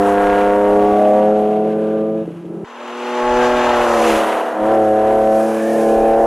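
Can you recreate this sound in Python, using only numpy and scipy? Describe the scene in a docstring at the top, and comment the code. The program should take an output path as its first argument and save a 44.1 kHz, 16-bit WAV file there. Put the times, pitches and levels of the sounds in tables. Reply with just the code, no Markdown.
"""A straight-six car drives away with a squeal of tyres while a low rumble comes and goes in stretches; a far
engine drones, the car lifts for a gear change and its exhaust pops. After a jump in time a second pass opens
wide in stereo, slides past, pulls away and squeals again. The exhaust is a sum of harmonics of two branches
firing in turn, with a click at each firing; roar, rasp, tyre scrub, hiss and rumble are filtered noise; squeals
and the far engine are frequency-modulated tones; the pops are pulses that ring a resonant pipe."""
import sys
import numpy as np
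from scipy import signal
from scipy.fft import rfft, irfft, next_fast_len
from scipy.io import wavfile
from scipy.ndimage import uniform_filter1d

SR = 44100
rng = np.random.default_rng(int(sys.argv[2]) if len(sys.argv) > 2 else 0)


def gain_from_db(level_db):
    """Convert decibel levels to linear amplitude factors (20 dB per decade)."""
    decades = np.asarray(level_db, float) / 20
    return 10 ** decades


def transcribe(signal):
    """Save signal, clipped to [-1, 1], as a 16-bit WAV file at the path in sys.argv[1]."""
    frames = np.atleast_2d(signal).T
    limited = np.clip(frames, -1, 1)
    pcm = np.round(limited * 32767).astype(np.int16)
    wavfile.write(sys.argv[1], SR, pcm)


N = 276066
STEP = 40   # samples between the values of slow controls


def rms_one(x):
    """Normalization by the root mean square: the result has rms 1."""
    return x / np.sqrt(np.mean(x ** 2) + 1e-20)


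def in_time(rows):
    """Linear interpolation of a table's columns over its times, one value a sample."""
    s, *columns = np.transpose(rows)
    return [np.interp(np.arange(N) / SR, s, column) for column in columns]


def sounding(rows, fade=.07):
    """Linear envelope: 1 inside a table's time span, with fades [s] at both ends."""
    t = np.arange(N) / SR
    fade_in = np.clip((t - rows[0][0]) / fade, 0, 1)
    fade_out = np.clip((rows[-1][0] - t) / fade, 0, 1)
    return fade_in * fade_out


def slow(rate):
    """Random fluctuation of rms 1: white noise through a double pole at rate [Hz], one value a step."""
    r = np.exp(-2 * np.pi * STEP * rate / SR)
    white = rng.standard_normal(N // STEP + 2002)
    run = signal.lfilter([1], [1, -2 * r, r * r], white)[2000:]   # the filter has settled by then
    return rms_one(run - run.mean())[:len(range(0, N, STEP))]


def spread(steps):
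    """Linear interpolation from one value a step to one a sample."""
    return np.interp(np.arange(N) / STEP, np.arange(len(steps)), steps)


def drift(rate):
    """Random fluctuation as in slow(), one value a sample."""
    return spread(slow(rate))


def noise(spectrum, patchy_db, count=3):
    """Spectral shaping of white noise in overlapping bands, each flickering by itself; rms 1."""
    size = next_fast_len(N)
    log_hz = np.log(np.fft.rfftfreq(size, 1 / SR) + 1)
    hz, db = np.transpose(spectrum)
    gain = gain_from_db(np.interp(log_hz, np.log(hz), db, left=-90, right=-90))
    shaped = rfft(rng.standard_normal(size)) * gain
    centres = np.linspace(np.log(hz[0]), np.log(hz[-1]), count)
    total = 0
    for row in np.eye(count):
        share = np.interp(log_hz, centres, row)
        flicker = spread(gain_from_db(patchy_db * slow(19.0)))
        total = total + flicker * irfft(shaped * share, size)[:N]
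    return rms_one(total)


def rumble(patchy_db):
    """Gated low-frequency noise: a faint floor, and stretches in which the rumble opens, holds and shuts."""
    # rumble spectrum: (frequency [Hz], density [dB per Hz])
    rumble_spectrum = [(12, -27), (20, 13), (38, 10.5), (70, 6), (102, 0.5), (130, -4.5), (170, -16),
                       (290, -120)]
    # stretches: (start of the hold [s], length of the hold [s], level [dB], extra level of the deepest part [dB])
    rumble_rows = [(0, 0.93, -38, 3), (.95, 0.48, -50, 3), (2.27, .05, -61, -8), (3.23, 0.94, -37, -0.5),
                   (4.198, .15, -49, 0.5), (4.628, 0.752, -39, -4.0), (5.8, .2, -50, 7),
                   (5.958, .35, -39, 8.5)]
    floor_db, deep_hz = -74, 45
    rise_s, fall_s = .03, 0.045
    t = np.arange(N) / SR
    bass = noise(rumble_spectrum, patchy_db, count=2)
    deep = signal.sosfilt(signal.butter(1, deep_hz, fs=SR, output="sos"), bass)
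    out = gain_from_db(floor_db) * bass
    for s, length, db, deep_db in rumble_rows:
        shape = np.interp(t, [s - rise_s, s, s + length, s + length + fall_s], [0, 1, 1, 0]) ** 2
        out = out + gain_from_db(db) * shape * (bass + (gain_from_db(deep_db) - 1) * deep)
    return out


def far_engine():
    """Harmonic tone with frequency drift: a firing tone, its octave and a weak lope by amplitude modulation."""
    # far engine: (time [s], firing rate [Hz], level [dB])
    far_rows = [(1.2, 171, -35), (1.45, 168, -40), (1.57, 170.7, -33), (2.26, 169.9, -33),
                (2.645, 172.3, -31.5)]
    hz, db = in_time(far_rows)
    turn = 2 * np.pi * np.cumsum(hz + 1.5 * drift(13.9)) / SR
    firing = np.sin(turn) * (1 + 0.34 * np.sin(turn / 6))
    octave = gain_from_db(-5.0 + 3.5 * drift(2.6)) * np.sin(2 * turn)
    level = sounding(far_rows, fade=0.0058) * gain_from_db(db + 2.5 * drift(32.8))
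    return level * np.sqrt(2) * (firing + octave)


def squeals():
    """Stick-slip oscillation: rubber slips and grips, so pitch and strength of each tone shake at random."""
    # one track a squeal: (time [s], centre frequency [Hz], level [dB])
    squeal_tracks = [
        [(0.6, 819, -29), (1.056, 782, -24), (1.5, 798, -31)],
        [(5.4, 1606, -53), (5.61, 1708, -33), (5.9, 1681, -39.5), (6.26, 1612, -44)],
        [(5.3, 2420, -49), (5.83, 2347, -44), (5.928, 2465, -47), (6.2, 2389, -44)],
        [(1.65, 1550, -46), (1.962, 1484, -44), (2.05, 1483, -51)],
    ]
    # rms shake of the frequency of each squeal: [Hz]
    squeal_shakes = [29.35, 87.6, 110, 93]
    out = 0
    for rows, shake_hz in zip(squeal_tracks, squeal_shakes):
        hz, db = in_time(rows)
        turn = 2 * np.pi * np.cumsum(hz + shake_hz * drift(63.4)) / SR
        out = out + sounding(rows) * gain_from_db(db + 1.1 * drift(25)) * np.sqrt(2) * np.sin(turn)
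    return out


def firing_puffs(turn):
    """Periodic modulation: each firing lets out a puff; one branch is stronger, one cylinder leads the cycle."""
    return np.exp(0.45 * np.cos(2 * turn - .5) + 0.061 * np.cos(turn) + 0.23 * np.cos(turn / 3))


def treble(rasp_db, scrub_db, hiss_db, width, puffs):
    """Amplitude-modulated noise: rasp and tyre scrub pulse with the firings, hiss and air less so."""
    # spectra of the four noises: (frequency [Hz], density [dB per Hz])
    rasp_spectrum = [(530, -9), (900, 3), (1090, -2), (1370, -3.5), (2000, -12), (2600, -55), (4400, -120)]
    scrub_spectrum = [(1180, -30), (2000, -3.5), (2820, -2), (4500, -18), (5850, -52), (9900, -120)]
    hiss_spectrum = [(2650, -2), (4500, -1.5), (6630, 0), (8000, -8.5), (10400, -34), (17600, -120)]
    air_spectrum = [(4710, -7), (8000, -2.5), (10700, 0), (13700, -11), (14500, -19)]
    air_db = hiss_db + 2.5 - 14.5 * width   # the top is duller while the stereo image is wide
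    rough = gain_from_db(rasp_db) * noise(rasp_spectrum, 0.21) + gain_from_db(scrub_db) * noise(scrub_spectrum, 0.86)
    smooth = gain_from_db(hiss_db) * noise(hiss_spectrum, 1.0) + gain_from_db(air_db) * noise(air_spectrum, 1.0)
    pulsed = rough * rms_one(puffs ** 0.47) + smooth * rms_one(puffs ** 0.25)
    return gain_from_db(1.06 * drift(6.2)) * pulsed


def pops(pipe=((330, .05), (430, .04))):
    """Resonance: with the throttle shut, each pop is a soft push that rings the pipe (frequency [Hz], t60 [s])."""
    # exhaust pops: (time [s], relative strength [dB])
    pop_rows = [(2.276, -6.5), (2.304, -11), (2.34, -17), (2.445, -15), (2.502, -16), (2.539, -18)]
    clicks, out = np.full(N, 1e-18), 0
    clicks[[round(s * SR) for s, db in pop_rows]] = gain_from_db(np.array(pop_rows)[:, 1] - 9.5)
    push = signal.sosfilt(signal.butter(4, [220, 700], "band", fs=SR, output="sos"), clicks)
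    for hz, t60 in pipe:
        r, w = gain_from_db(-60 / (t60 * SR)), 2 * np.pi * hz / SR
        out = out + signal.lfilter([0, np.sin(w)], [1, -2 * r * np.cos(w), r * r], push)
    return out


def roar(lope_db):
    """Broadband noise of the tyres, shaped in spectrum, at the level of the exhaust's lope."""
    # roar spectrum: (frequency [Hz], density [dB per Hz])
    roar_spectrum = [(120, -37), (180, -15), (230, -10), (330, -5), (550, 4), (800, -1.5), (1000, -33),
                     (1200, -40)]
    return gain_from_db(lope_db) * noise(roar_spectrum, 1.0)


def cracks(turn, upper_db, uneven=.3, early=.75, jitter=.03, scatter_db=2.5):
    """Pulse train: a sharp click leads every firing; the two branches are unevenly spaced (phases in radians)."""
    # relative strength of the six clicks of a cycle: [dB]
    cylinder_strengths = [9, 14, -8.5, 4.5, 3, 10.5]
    firing = np.arange(1, int(turn[-1] / np.pi))
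    late, strength = rng.standard_normal((len(firing), 2)).T
    at = np.searchsorted(turn, np.pi * firing + uneven * (firing % 2) - early + jitter * late)
    clicks = np.full(N, 1e-18)
    clicks[at] = gain_from_db(np.array(cylinder_strengths)[firing % 6] + scatter_db * strength)
    rise = signal.butter(2, 1300, "high", fs=SR, output="sos")
    fall = signal.butter(4, 2100, fs=SR, output="sos")
    train = rms_one(signal.sosfilt(np.vstack([rise, fall]), clicks))
    # -33 dB where the upper tones stand at -35 dB; the clicks swing 1.24 times as far
    return gain_from_db(-33 + 1.24 * (upper_db + 35)) * train


def swell(multiple):
    """Gaussian envelopes in dB by which one exhaust tone swells or fades, one value a step."""
    # swells: (centre [s], width between 1/e points [s], multiple of the branch rate, change [dB])
    swell_rows = [(.08, 0.71, 5, -4), (.12, 0.65, 6, -11), (0.206, 0.62, 4.67, 15),
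                  (0.278, 0.47, 6.33, -10.5), (0.372, 0.52, 14, 7.5), (0.327, 0.59, 16, 6),
                  (.4, 0.68, 3.33, -10), (0.673, 0.27, 7, -6), (0.71, 0.35, 9, 8.5), (0.762, 0.42, 4, 3.5),
                  (0.877, 0.16, 6, -16), (0.942, 0.36, 5, -8.5), (1.0, 0.13, 9, -16), (1.05, 0.38, 6, 7),
                  (1.051, .2, 6.33, 7), (1.12, 1.0, 11, 14.5), (1.12, 0.94, 4.33, -14.5), (1.21, .2, 9, 14),
                  (1.3, 0.2, 13, 17.5), (1.298, 1, 1, -11), (1.117, 0.23, 4, -4.5), (1.15, 0.18, 5, 2),
                  (1.37, 0.82, 3, -7), (1.52, 0.28, 5, -7.5), (1.593, 0.17, 7, 3.5), (1.62, 0.25, 6.33, 7),
                  (1.802, 1, 4, 4.5), (2.045, 0.72, 3.67, 11), (2.0, 0.91, 11, 9), (2.2, 0.88, 7, -14),
                  (2.36, 0.92, 6.33, -18), (2.403, 0.29, 3, 9.5), (2.48, 0.089, 3, 3), (2.55, 0.12, 4, 9),
                  (2.578, 0.38, 3.67, 19), (2.715, 0.13, 3, -6), (2.812, 0.089, 5, 12),
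                  (2.95, 0.69, 1, -16), (3.0, 0.69, 5, -8.5), (3.069, 0.37, 6, -36),
                  (3.16, 0.74, 4.33, -18), (3.303, 0.15, 7, 2.5), (3.406, 0.11, 5, -4), (3.4, .5, 14, 5),
                  (3.419, 0.14, 4, 4), (3.5, 0.41, 13, 11), (3.614, .15, 6, 0), (3.85, .7, 11, 4.5),
                  (3.848, 0.22, 7, -4), (3.917, .35, 4.33, 4.5), (3.926, 0.23, 6, -9),
                  (3.92, 0.27, 6.33, -10), (3.996, 0.093, 5, 7), (4.025, 0.16, 7, 5),
                  (4.101, 0.14, 3.67, 13), (4.1, .12, 4.33, 9.5), (4.047, 0.27, 4, -4),
                  (4.12, 0.11, 3, 2.5), (4.2, 0.13, 6, -10), (4.201, .15, 5.33, 12), (4.2, 0.59, 6.33, 6.5),
                  (4.3, .3, 7, 3), (4.33, 0.063, 5, 2), (4.44, 0.19, 5, -7), (4.36, 0.697, 3.33, -9),
                  (4.363, 1, 3, 3.5), (4.5, 0.47, 4.67, 9), (4.598, 0.13, 4, -8), (4.7, .12, 6.33, 4.5),
                  (4.72, 0.098, 9, 5), (4.799, 0.96, 6.67, 24.5), (4.829, 0.13, 9, -22), (4.85, 0.54, 1, 7),
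                  (5.202, 0.38, 6.33, 9.5), (5.098, 0.35, 2, -2), (5.2, 0.46, 3, -5.5),
                  (5.392, 0.22, 4, -6.5), (5.42, 0.24, 6, 5.5), (5.53, 0.11, 6, -15), (5.647, 0.12, 9, -12),
                  (5.67, 0.24, 7, -15), (5.847, 0.54, 4.33, 7.5), (5.9, 0.89, 1, -7), (6.0, .6, 12, -8),
                  (6.08, 0.33, 3.33, -4), (6.245, 0.071, 6, 5.5)]
    t = np.arange(0, N, STEP) / SR
    return sum(db * np.exp(-(2 * (t - s) / length) ** 2)
               for s, length, k, db in swell_rows if round(3 * k) == round(3 * multiple))


def exhaust(turn, level_db, tilt, upper_db, lope_db):
    """Fourier synthesis: whole multiples of the branch rate are clean tones, unequal cylinders add thirds."""
    # tones in rising thirds: (rounded multiple of the branch rate, relative level [dB])
    order_levels = [(0.333, -47), (0.667, -54), (1.0, -24), (1.33, -28), (1.67, -38.5), (2.0, -6.5),
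                    (2.33, -17.5), (2.67, -26.5), (3.0, -3.5), (3.33, -16), (3.67, -19), (4.0, -3),
                    (4.33, -11.5), (4.67, -20), (5.0, 1), (5.33, -20), (5.67, -16), (6.0, -5), (6.33, -12),
                    (6.67, -35), (7.0, -2.5), (7.33, -29), (7.67, -20.5), (8.0, -41), (8.33, -28.5),
                    (8.67, -32), (9.0, -18.5), (9.33, -25), (9.67, -32.5), (10.0, -27.5), (10.3, -34),
                    (10.7, -36), (11.0, -25), (11.3, -33), (11.7, -50), (12.0, -39.5), (12.3, -25),
                    (12.7, -68), (13.0, -29), (13.3, -31.5), (13.7, -48), (14.0, -28.5), (14.3, -48),
                    (14.7, -47), (15.0, -37.5), (15.3, -29), (15.7, -64), (16.0, -30)]
    pass_s, pass_length_s, pass_slur = 4.15, .8, .3   # sliding past, the car churns the air: extra slur [rad]
    level_db, tilt, upper_db, lope_db = [c[::STEP] for c in (level_db, tilt, upper_db, lope_db)]
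    bass_swing_db = level_db + 17
    t = np.arange(0, N, STEP) / SR
    slur = .07 + pass_slur * np.exp(-(2 * (t - pass_s) / pass_length_s) ** 2)
    lead, out = 1.85 + 0.43 * slow(0.47), 0
    for thirds, (_, db) in enumerate(order_levels, start=1):
        k = thirds / 3
        phase = slur * np.sqrt(k) * slow(6)   # moving air slurs the tones
        if thirds % 3:
            db = db + lope_db + 6.5 + 4.0 * slow(1.46)
            phase = phase + 2 * np.pi * rng.random()
        else:
            if k <= 7:
                octaves = np.log2(max(k, 2) / 4)
                db = db + level_db + tilt * octaves + 0.66 * slow(56.0)
            else:
                phase = phase + .35 * slow(12)   # the upper multiples are slurred more
                db = db + upper_db + 26.0 + 1.5 * slow(4.2)
            # two even pulses a turn: the odd multiples run a quarter cycle behind,
            # so the branches differ in shape only
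            phase = phase + lead - np.pi / 2 * (k % 2) + 0.026 * k ** 2
        if k < 1.5:   # tones well below the firing tone (k = 2) rise and fall further with the level
            db = db + bass_swing_db
        tone = np.cos(k * turn + spread(phase))
        out = out + spread(np.sqrt(2) * gain_from_db(db + swell(k))) * tone
    return out


def port_difference(same, unrelated):
    """Stereo decorrelation: half of left minus right, by level, phase and coherence across frequency."""
    # ports: (frequency [Hz], level against the middle [dB], phase ahead [rad], share of unrelated noise [0-1])
    port_rows = [(500.3, -70, 0, 0.75), (865, -24.5, -0.17, 0.5), (1700, -13.5, 0.87, .15),
                 (3380, -12.5, -0.86, 0.6), (5500, -4, -2, .35), (10100, -2, -2, 0.8), (14000, 2, -1, .7)]
    size = next_fast_len(N)
    hz, *columns = np.transpose(port_rows)
    log_hz = np.log(np.fft.rfftfreq(size, 1 / SR) + 1)
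    db, ahead, share = [np.interp(log_hz, np.log(hz), c) for c in columns]
    share = np.clip(share, 0, 1)
    coherent = np.sqrt(1 - share) * np.exp(1j * ahead) * rfft(same, size)
    incoherent = np.sqrt(share) * rfft(unrelated, size)
    return irfft(gain_from_db(db) * (coherent + incoherent), size)[:N]


def scene():
    """Superposition of all sources as a middle and a side signal, summed for the two microphone ports."""
    # exhaust, relative levels: (time [s], branch firing rate [Hz], level [dB],
    # tilt of multiples 1-7 [dB per octave], level of the multiples above 7 [dB], level of the lope [dB])
    exhaust_rows = [(0.0, 100.9, -14.5, 1.5, -41, -28), (0.2, 101.5, -16, 3, -33, -27.5),
                    (0.4, 102.1, -16.2, 2.5, -33.5, -27.0), (0.6, 102.6, -16, 2, -38, -29),
                    (0.8, 103.2, -14, 1, -40.4, -26.5), (1.1, 104.4, -14, 0, -46, -27.5),
                    (1.3, 105.7, -14.5, -2.4, -51.5, -29.5), (1.5, 106.1, -16.7, -2.0, -54.5, -29.5),
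                    (1.75, 107.7, -21.1, -6, -59, -29.5), (2.0, 108.2, -21, -5, -54, -32),
                    (2.22, 109.3, -24, -5, -60, -39), (2.28, 106.4, -45, -11, -68.4, -43),
                    (2.4, 106.5, -52, -8.8, -72, -46.5), (2.5, 106.4, -40.5, -9.8, -68, -42),
                    (2.645, 106.1, -38, -12.5, -68, -40), (2.646, 118.8, -52, -11, -56, -51),
                    (2.82, 119.6, -39, -5.5, -50, -41), (3.05, 121.9, -26, -1.5, -47.5, -36),
                    (3.22, 121.9, -20, 1, -35, -31.5), (3.4, 122.9, -16, -1, -38, -31.0),
                    (3.62, 122.1, -19.5, -3, -34.5, -29), (3.82, 119.4, -19, 0.5, -35.5, -26),
                    (3.98, 114.2, -21.5, -4, -35, -24.5), (4.12, 110.0, -22, -6, -39.5, -23.5),
                    (4.3, 107.8, -26.5, 1.5, -39.4, -25), (4.5, 106, -33, 6, -54.5, -28),
                    (4.62, 106.2, -19.5, 0.3, -43.4, -27.5), (4.72, 110.1, -17, 2, -36, -21.5),
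                    (4.9, 107.2, -16.5, 2, -52, -29), (5.12, 108.9, -16.5, 1.5, -40, -25.5),
                    (5.35, 109.2, -15.5, 0, -43.3, -28.5), (5.47, 110.7, -19, -3.7, -43.5, -26),
                    (5.6, 110.1, -20.5, -3.5, -40.5, -28), (5.74, 111.1, -18.5, -3.5, -54, -23),
                    (5.9, 110.8, -16.5, -2, -55, -22), (6.08, 111.8, -16, 2.3, -54.5, -23.5),
                    (6.26, 112.7, -17.7, 1.7, -48, -20.5)]
    # noises of the car: (time [s], rasp level [dB], tyre scrub level [dB], hiss level [dB])
    noise_rows = [(0, -22.5, -37.5, -45), (.18, -23.5, -40.5, -49), (.35, -24.5, -34, -48.5),
                  (.6, -27.5, -42.5, -51.5), (.85, -32.5, -41, -52.5), (1.2, -35, -43, -54.5),
                  (1.5, -38.5, -46, -59), (1.85, -44, -49, -63), (2.2, -48.5, -53.5, -66),
                  (2.645, -49, -59.5, -66.5), (2.646, -38, -46.5, -58.5), (2.85, -32, -38.5, -51.5),
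                  (3.15, -26, -33, -42.5), (3.3, -20.5, -30, -38.5), (3.5, -21, -29, -37),
                  (3.73, -20, -29.5, -40.5), (3.94, -18, -31, -34), (4.12, -18.5, -24.5, -32),
                  (4.24, -17, -27, -37.5), (4.35, -21, -32, -44), (4.46, -23, -38.5, -49),
                  (4.56, -27, -45.5, -56), (4.74, -25, -40.5, -50.5), (4.88, -30, -45.5, -51.5),
                  (5.0, -28, -41.5, -53), (5.32, -33, -44.5, -47.5), (5.4, -30.5, -47, -45.5),
                  (5.61, -37, -41.5, -46), (5.82, -39, -43.5, -44.5), (6.1, -32, -42.5, -51),
                  (6.26, -33, -48, -51.5)]
    # stereo width: (time [s], strength of the treble's side signal [0-1], small lead of the left port [samples])
    width_rows = [(0, 0, 0.0022), (2.645, 0.12, 0), (2.646, 0.84, 0.0036), (3.2, 0.91, 0),
                  (3.7, 0.8, 0.00023), (4.0, 0.45, 0.039), (4.25, 0.1, 0.032), (4.33, 0.08, 0.13),
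                  (4.5, 0.1, 0.093), (4.7, 0.02, 0.34), (5.4, 0, 0.2), (5.9, 0, 0.026), (6.26, 0.01, 0.075)]
    branch_hz, level_db, tilt, upper_db, lope_db = in_time(exhaust_rows)
    noises_db = in_time(noise_rows)
    width, lead = in_time(width_rows)
    width = np.clip(width, 0, 1)
    turn = 2 * np.pi * np.cumsum(branch_hz) / SR   # phase of the branch firings
    puffs = firing_puffs(turn)
    low = exhaust(turn, level_db, tilt, upper_db, lope_db) + roar(lope_db) + far_engine() + pops()
    low += cracks(turn, upper_db) + squeals()
    mid = low + treble(*noises_db, width, puffs) + rumble(2.8)
    side = width * port_difference(mid, treble(*noises_db, width, puffs))
    side += lead * np.gradient(uniform_filter1d(low, size=30))   # a slope times a lead is a small time shift
    side += gain_from_db(-27.0) * rumble(3.0)
    return np.array([mid + side, mid - side])


def band_limit(x):
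    """A steep low-pass at the top of the band."""
    return signal.sosfilt(signal.butter(12, 14880, fs=SR, output="sos"), x)


def record(dry):
    """Soft saturation rounds the peaks a little, then a first-order high-pass cuts the lowest bass."""
    rounded = 1.114 * np.tanh(dry / 1.3)
    bass_cut = signal.butter(1, 12, "high", fs=SR, output="sos")
    mix = signal.sosfilt(bass_cut, rounded)
    return band_limit(mix)


dry = scene()
out = record(dry)
transcribe(out)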